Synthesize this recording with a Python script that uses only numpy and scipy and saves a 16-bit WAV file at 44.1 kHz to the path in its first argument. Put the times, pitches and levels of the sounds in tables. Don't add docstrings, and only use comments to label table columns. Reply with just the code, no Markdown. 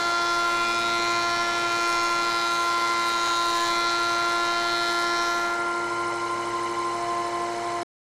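import sys
import numpy as np
from scipy import signal
from scipy.fft import irfft
from scipy.io import wavfile

SR = 44100
rng = np.random.default_rng(int(sys.argv[2]) if len(sys.argv) > 2 else 0)


def bounce(signal):
    frames = np.transpose(np.atleast_2d(signal))
    limited = np.clip(frames, -1, 1)
    pcm = np.round(limited * 32767).astype(np.int16)
    wavfile.write(sys.argv[1], SR, pcm)


N = 354560
TIME = np.arange(N) / SR

# f/Hz, correlation
COHERENCE = [(3500, 0.99), (5000, 0.12), (6500, 0.78), (8500, 0.36), (14000, .1)]
# t/s, rate/Hz
BLOCK_SPEED = [(0.1, 115.19), (0.8, 115.12), (1.45, 115.27), (2, 114.95), (2.9, 114.93), (3.4, 114.76),
               (3.62, 114.45), (3.9, 115.02), (4.6, 115.28), (5.2, 115.22), (5.6, 115.58), (6.5, 115.69)]
# f/Hz, relative spectral density/dB
RUMBLE_SPECTRUM = [(40, -4.5), (70, -40.5), (110, 2), (170, -1), (260, -1.5), (450, 2.5), (700, 3.5),
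                   (1000, 4), (1400, 1.5), (2300, -8), (2700, -9.5), (6500, -9), (9500, -20),
                   (12300, -30.5), (14000, -70)]
# harmonic of the turn rate, free level/dB, loaded level/dB
UNBALANCE_TONES = [(2, -54, -54), (4, -46.5, -51), (5, -49, -47), (7, -45.5, -42), (8, -45, -48),
                   (10, -70.5, -47), (11, -79.5, -51.5), (13, -55.5, -49.5), (14, -57, -50),
                   (16, -72, -53.5), (17, -56, -46.5)]
# f/Hz at idle, level/dB
MOTOR_TONES = [(48.7, -59.5), (487, -55.5), (1342, -50.5), (1980, -50.5)]
# t/s, relative level/dB
FRAME_HUM = [(0.0, -54.5), (1.65, -53), (2.32, -51.5), (2.41, -67), (3.06, -61), (4.02, -60.5),
             (4.11, -48.5), (5.15, -69), (6.08, -48), (7.8, -51.5)]
# f/Hz, bandwidth/Hz, level/dB
CASTING_MODES = [(976, 108, -41), (1033.7, 44, -39), (2156, 320, -46), (3015, 70, -53.5), (4150, 510, -49),
                 (5230, 390, -50), (6380, 550, -54), (7820, 370, -56)]
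# position/laps, half length/laps, f/Hz, level/dB
WORN_SPOTS = [(0.03, 0.12, 2040, -43.5), (0.13, 0.058, 3030, -49), (0.84, 0.05, 2080, -48.5),
              (1, 0.23, 2900, -51.5), (1, 0.074, 4400, -53), (0.95, 0.16, 4000, -51.5),
              (0.4, 0.035, 3500, -55), (0.1, 0.084, 6000, -62), (0.9, 0.079, 4100, -64),
              (.14, .1, 18000, -61), (0.4, 0.14, 8300, -62), (0.62, 0.24, 9060, -52.5)]
# t/s, level/dB
TABLE_KNOCKS = [(3.274, -28), (3.295, -29), (3.325, -34)]
# f/Hz, relative spectral density/dB
CHIP_SPECTRUM = [(30, -14), (70, 0.5), (200, -14.5), (500, -16), (1000, -1.5), (1600, 5), (2800, -8.5),
                 (4200, 9), (5200, 7.5), (6500, 2), (8000, -2), (10500, -15), (12500, -10), (14500, -20)]
# t/s, half length/s, gain/dB
CHIP_SPURTS = [(.35, 0.027, 1), (1.89, 0.027, 4.5), (2.65, 0.027, 0.5), (3.08, .03, 3), (3.66, 0.022, 0.5),
               (4.92, .14, 3), (5.3, .09, -1)]
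# f/Hz, first level/dB, last level/dB, knife-to-knife drop/dB
BOARD_RESPONSE = [(2070, -48.5, -49.5, 7.5), (2400, -50, -46, 6), (2780, -50.5, -57.5, 4),
                  (3120, -50, -49, 4), (3420, -48.5, -51, 2.5), (3830, -48, -45, 7.5),
                  (4250, -46.5, -45, 6), (4570, -48, -54, 3), (4700, -54, -55.5, 12), (5230, -54, -55, 9.5),
                  (5770, -62.5, -61, 5), (6600, -57.5, -62.5, 8), (7750, -67, -68.5, 12.5)]
# t/s, half length/s, f/Hz, level/dB
GRAIN_SQUEALS = [(.25, 0.51, 3500, -47.5), (0.304, 0.58, 4170, -42), (0.282, .18, 5230, -45.5),
                 (.3, .18, 5820, -47.5), (0.686, 0.33, 2400, -39.5), (0.783, .17, 5100, -44.5),
                 (.9, 0.19, 3800, -41.5), (.97, 0.17, 5800, -50), (1.01, .2, 2230, -37),
                 (1.05, .25, 4050, -39.5), (1.12, .15, 6900, -54.5), (1.28, .17, 4470, -43),
                 (1.352, 0.39, 5540, -48.5), (1.55, .3, 3480, -49), (1.7, 1, 2370, -40.5),
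                 (1.75, .18, 5800, -52), (1.98, 0.2, 5450, -45), (2.03, 0.26, 6600, -48),
                 (2.08, 0.46, 4250, -42.5), (2.37, .15, 4950, -42.5), (2.466, 0.19, 3930, -37.5),
                 (2.577, 0.1, 6410, -47.5), (2.887, 0.16, 2080, -42), (3.264, .2, 6750, -48),
                 (3.3, .36, 3950, -38.5), (3.6, .13, 6940, -50.5), (3.8, .25, 4400, -48.5),
                 (3.753, 0.095, 2220, -38), (3.9, 0.43, 5470, -50.5), (3.976, 0.69, 4020, -40.5),
                 (4.145, 0.18, 6230, -55.5), (4.8, 0.28, 3820, -45), (4.8, 0.35, 4180, -40.5),
                 (5.0, 0.34, 5300, -47.5), (5.3, .25, 5640, -45), (5.35, .2, 6200, -51)]
# harmonic of the knife rate, level/dB with the slot covered, level/dB
# with it open, gain per sag/(dB/Hz), gain/dB from the pressing board, from the knot, from the tail
SIREN_HARMONICS = [(1, -36, -35.5, 3, -4, -0.5, 1), (2, -29, -34, -8, -2.5, 6, -14.5),
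                   (3, -37.5, -30.5, 10, 1.5, -1, 0), (4, -28, -48.5, 2.3, -0.5, -9.5, 5.5),
                   (5, -36.5, -50, -5.5, -1, 10.5, -14.5), (6, -44, -57, -5, 3.5, 0, 4.5)]
# t/s, half length/s, harmonic, gain/dB
SIREN_SWELLS = [(0.504, 0.38, 4, 2), (0.905, .15, 5, -12.5), (1.1, 0.63, 1, 1.5), (1.4, .2, 5, 3.5),
                (2.7, 0.23, 5, -4.5), (3.5, .06, 5, -5.5), (3.732, 0.023, 5, -12), (4.8, .6, 1, 2.5),
                (4.898, 0.52, 5, 4), (6.5, 0.41, 2, 6)]

KNIVES, IDLE_HZ = 3, 115.69
CUT_ENDS_S, STOP_S = 5.72, 7.833


def from_db(db):
    return 10 ** (np.asarray(db) / 20)


def rms_one(x):
    return x / np.sqrt(np.mean(x ** 2) + 1e-20)


def in_time(curve):
    return np.interp(TIME, *np.transpose(curve))


def at_hz(spectrum, hz, column=1):
    rows = np.array(spectrum)
    return np.interp(np.log(hz), np.log(rows[:, 0]), rows[:, column])


def bell(offset, half_width):
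    return np.exp(-np.minimum((offset / half_width) ** 2, 20))


def ramp(start_s, rise_s):
    return np.clip((TIME - start_s) / rise_s, 0, 1)


def plateau(start_s, rise_s, end_s, fall_s):
    return np.minimum(ramp(start_s, rise_s), np.clip((end_s - TIME) / fall_s, 0, 1))


def drift(corner_hz):
    hop, settle = 100, 2000
    pole = np.exp(-2 * np.pi * corner_hz * hop / SR)
    white = rng.standard_normal(N // hop + settle + 2)
    slow = signal.lfilter([1], [1, -2 * pole, pole * pole], white)[settle:]
    return np.interp(np.arange(N) / hop, np.arange(len(slow)), rms_one(slow))


def looped(laps, ripples):
    coefficients = rng.standard_normal((ripples, 2)) @ [1, 1j]
    profile = rms_one(irfft(np.append(0, coefficients), 16 * ripples))
    return np.interp(laps % 1, np.linspace(0, 1, len(profile) + 1), np.append(profile, profile[0]))


def band(x, low, high, order=2):
    sos = signal.butter(order, [low, min(high, .45 * SR)], "band", fs=SR, output="sos")
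    return signal.sosfilt(sos, x + 1e-18)


def bands(low, high, count):
    edges = np.geomspace(low, high, count + 1)
    return zip(edges, np.sqrt(edges[:-1] * edges[1:]), edges[1:])


def stereo(pair, hz):
    alike = at_hz(COHERENCE, hz) if hz > COHERENCE[0][0] else 1
    return np.sqrt((1 + alike) / 2) * pair[0] + np.sqrt((1 - alike) / 2) * pair[1] * [[1], [-1]]


def narrow_noise(hz, width_hz):
    white = rng.standard_normal((2, N))
    return rms_one(stereo(band(white, hz - width_hz / 2, hz + width_hz / 2), hz))


def blend(noise, periodic, share):
    return np.sqrt(1 - share) * noise + np.sqrt(share) * rms_one(periodic)


def rumble(laps, level_db=-38.5, throb_db=2.6):
    white, out = rng.standard_normal((2, 2, N)), 0
    surface = looped(laps, ripples=220)
    for k, (low, hz, high) in enumerate(bands(35, 15000, count=20)):
        air = rms_one(stereo(band(white[k % 2], low, high), hz))
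        if 100 < hz < 2500:
            air = blend(air, band(surface, low, high), share=0.15)
        density_db = at_hz(RUMBLE_SPECTRUM, hz) + throb_db * looped(laps, ripples=6)
        out = out + air * np.sqrt(high - low) * from_db(density_db)
    return from_db(level_db) * rms_one(out)


def hum(turns, in_wood, slip_rad=0.12):
    tones = [(round(k) * turns, free_db + in_wood * (loaded_db - free_db))
             for k, free_db, loaded_db in UNBALANCE_TONES]
    tones += [(hz * turns / IDLE_HZ, db) for hz, db in MOTOR_TONES]
    drone = sum(from_db(db) * np.sin(2 * np.pi * cycles + slip_rad * drift(2.8)) for cycles, db in tones)
    frame = from_db(in_time(FRAME_HUM) - 3) * np.sin(2 * np.pi * turns)
    return np.sqrt(2) * (drone + frame)


def casting(laps, in_wood, rattle_db=2.0, taut_belt_db=-3):
    out, surface = 0, looped(laps, ripples=220)
    for hz, width, level_db in CASTING_MODES:
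        ring = narrow_noise(hz, width)
        if hz < 2500:
            ring = blend(ring, band(surface, hz - width / 2, hz + width / 2), share=0.79)
        else:
            level_db = level_db + taut_belt_db * in_wood
        bursts = from_db(rattle_db * looped(laps, ripples=5))
        out = out + from_db(level_db) * rms_one(ring * bursts)
    return out


def bearing(laps, in_wood, free_db=-56, taut_belt_db=-10, chatter_db=3.5):
    ring = narrow_noise(hz=9140, width_hz=200)
    chatter = from_db(chatter_db * looped(laps, ripples=5))
    return from_db(free_db + taut_belt_db * in_wood) * rms_one(ring * chatter)


def belt_chirps(laps, in_wood, uneven_db=2.5, taut_belt_db=-6.5):
    out = 0
    for place, half_length, hz, level_db in WORN_SPOTS:
        distance = (laps - place + .5) % 1 - .5
        out = out + from_db(level_db) * bell(distance, half_length) * narrow_noise(hz, width_hz=130)
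    return out * from_db(uneven_db * drift(3.8) + taut_belt_db * in_wood)


def knocks(t60_s=0.057):
    envelope = sum(from_db(db - 60 * np.clip(TIME - s, 0, 1) / t60_s) * (TIME >= s)
                   for s, db in TABLE_KNOCKS)
    return envelope * rms_one(band(rng.standard_normal(N), 553, 1900))


def sizzle(middle_s=5.33, half_s=.13, level_db=-55):
    return from_db(level_db) * bell(TIME - middle_s, half_s) * narrow_noise(hz=11600, width_hz=640)


def chips(turns, sag_hz, level_db=-44, db_per_sag_hz=7.5, grain_db=3.0, crackle_db=1.6):
    puffs = 1 + 0.2 * np.cos(2 * np.pi * KNIVES * turns) + 0.11 * np.cos(2 * np.pi * turns)
    grains = rng.standard_normal((2, 2, N)) * puffs
    grains *= from_db(grain_db * np.minimum(rng.exponential(1, N), 6))
    spurt_db = sum(db * bell(TIME - s, half_s) for s, half_s, db in CHIP_SPURTS)
    spurts = from_db(spurt_db + crackle_db * drift(120))
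    spray = 0
    for k, (low, hz, high) in enumerate(bands(25, 15000, count=16)):
        flicker = from_db(drift(14)) * (spurts if hz > 7000 else 1)
        patter = stereo(band(grains[k % 2], low, high), hz)
        spray = spray + patter * from_db(at_hz(CHIP_SPECTRUM, hz)) * flicker
    return rms_one(spray) * from_db(level_db + db_per_sag_hz * sag_hz + .6 * drift(15))


def rasp(turns, spread_rad=0.67, wander_db=1.53, jitter_turns=.0002, squeal_width_hz=193):
    fed = np.minimum(TIME / CUT_ENDS_S, 1)
    uneven = 0.85 + 0.3 * fed
    squeal_power = np.array([(from_db(db) * bell(TIME - s, half_s)) ** 2
                             for s, half_s, _, db in GRAIN_SQUEALS])
    squeal_hz = np.array(GRAIN_SQUEALS)[:, 2]
    angle = 2 * np.pi * (turns + jitter_turns * drift(50))
    lag, buzz = 0, 0
    for k in range(18, 70):
        hz = k * IDLE_HZ
        first_db, last_db, drop_db = [at_hz(BOARD_RESPONSE, hz, column) for column in (1, 2, 3)]
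        ringing = from_db(first_db + fed * (last_db - first_db)) ** 2
        squealing = bell(hz - squeal_hz, squeal_width_hz) @ squeal_power
        softer = from_db(-drop_db * uneven)
        next_knife = softer * np.exp(-2j * np.pi * k / KNIVES)
        blows = (1 + next_knife + next_knife ** 2) / np.sqrt(1 + softer ** 2 + softer ** 4)
        lag = lag + spread_rad * drift(.5)
        amplitude = np.sqrt(ringing + squealing) * from_db(wander_db * drift(2.0))
        buzz = buzz + amplitude * np.real(blows * np.exp(1j * (k * angle + lag)))
    release_db = -31.5 * np.maximum(TIME - 5.22, 0)
    return np.sqrt(2) * buzz * from_db(release_db + 0.8 * drift(70))


def whine(turns, laps, sag_hz, throb=0.24, flutter=0.097, waver_db=0.64, wander_db=0.5):
    belt_tug = np.cos(2 * np.pi * (laps - .58)) + .55 * np.cos(6 * np.pi * (laps - .36))
    pressed = plateau(start_s=2.15, rise_s=0.37, end_s=3.5, fall_s=0.11)
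    knot = bell(TIME - 3.61, 0.12)
    uncovered = ramp(start_s=5.42, rise_s=1.24)
    tail = plateau(start_s=5.26, rise_s=1, end_s=7.0, fall_s=0.11)
    drawn_away = ramp(start_s=7.33, rise_s=0.18)
    out = 0
    for harmonic, covered_db, open_db, sag_slope, press_db, knot_db, tail_db in SIREN_HARMONICS:
        k = round(harmonic)
        level_db = covered_db + uncovered * (open_db - covered_db) + sag_hz * sag_slope
        level_db += pressed * press_db + knot * knot_db + tail * tail_db
        level_db += sum(db * bell(TIME - s, half_s) for s, half_s, n, db in SIREN_SWELLS if n == k)
        depth = flutter
        if k == 3:
            depth = throb
            level_db -= 7 * drawn_away
        tone = np.sin(2 * np.pi * (k * KNIVES * turns + rng.random()))
        level_db += waver_db * drift(24.0) + wander_db * drift(2.5)
        out = out + from_db(level_db) * rms_one((1 + depth * belt_tug) * tone)
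    return out


def scene():
    speed_hz = in_time(BLOCK_SPEED)
    sag_hz = IDLE_HZ - speed_hz
    in_wood = np.clip((CUT_ENDS_S - TIME) / .25, 0, 1)
    turns = np.cumsum(speed_hz) / SR
    turns_per_lap = 9.142 - 0.042 * in_wood
    laps = np.cumsum(speed_hz / turns_per_lap) / SR - .32
    cut = rasp(turns) + sizzle() + chips(turns, sag_hz)
    machine = belt_chirps(laps, in_wood) + whine(turns, laps, sag_hz) + hum(turns, in_wood)
    machine = machine + rumble(laps) + casting(laps, in_wood) + bearing(laps, in_wood)
    return machine + in_wood * cut + knocks()


def record(dry, ceiling=.106, mono_below_hz=6820, cutoff_hz=14000):
    excess = dry - dry / (1 + (dry / ceiling) ** 12) ** (1 / 12)
    rounding = signal.butter(2, 6500, fs=SR, output="sos")
    left, right = dry - signal.sosfiltfilt(rounding, excess)
    side = band((left - right) / 2, mono_below_hz, 16000, order=6)
    folded = (left + right) / 2 + side * [[1], [-1]]
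    gate = np.clip((STOP_S - TIME) / .003, 0, 1)
    return signal.sosfilt(signal.ellip(10, .1, 90, cutoff_hz, fs=SR, output="sos"), folded * gate)


dry = scene()
out = record(dry)
bounce(out)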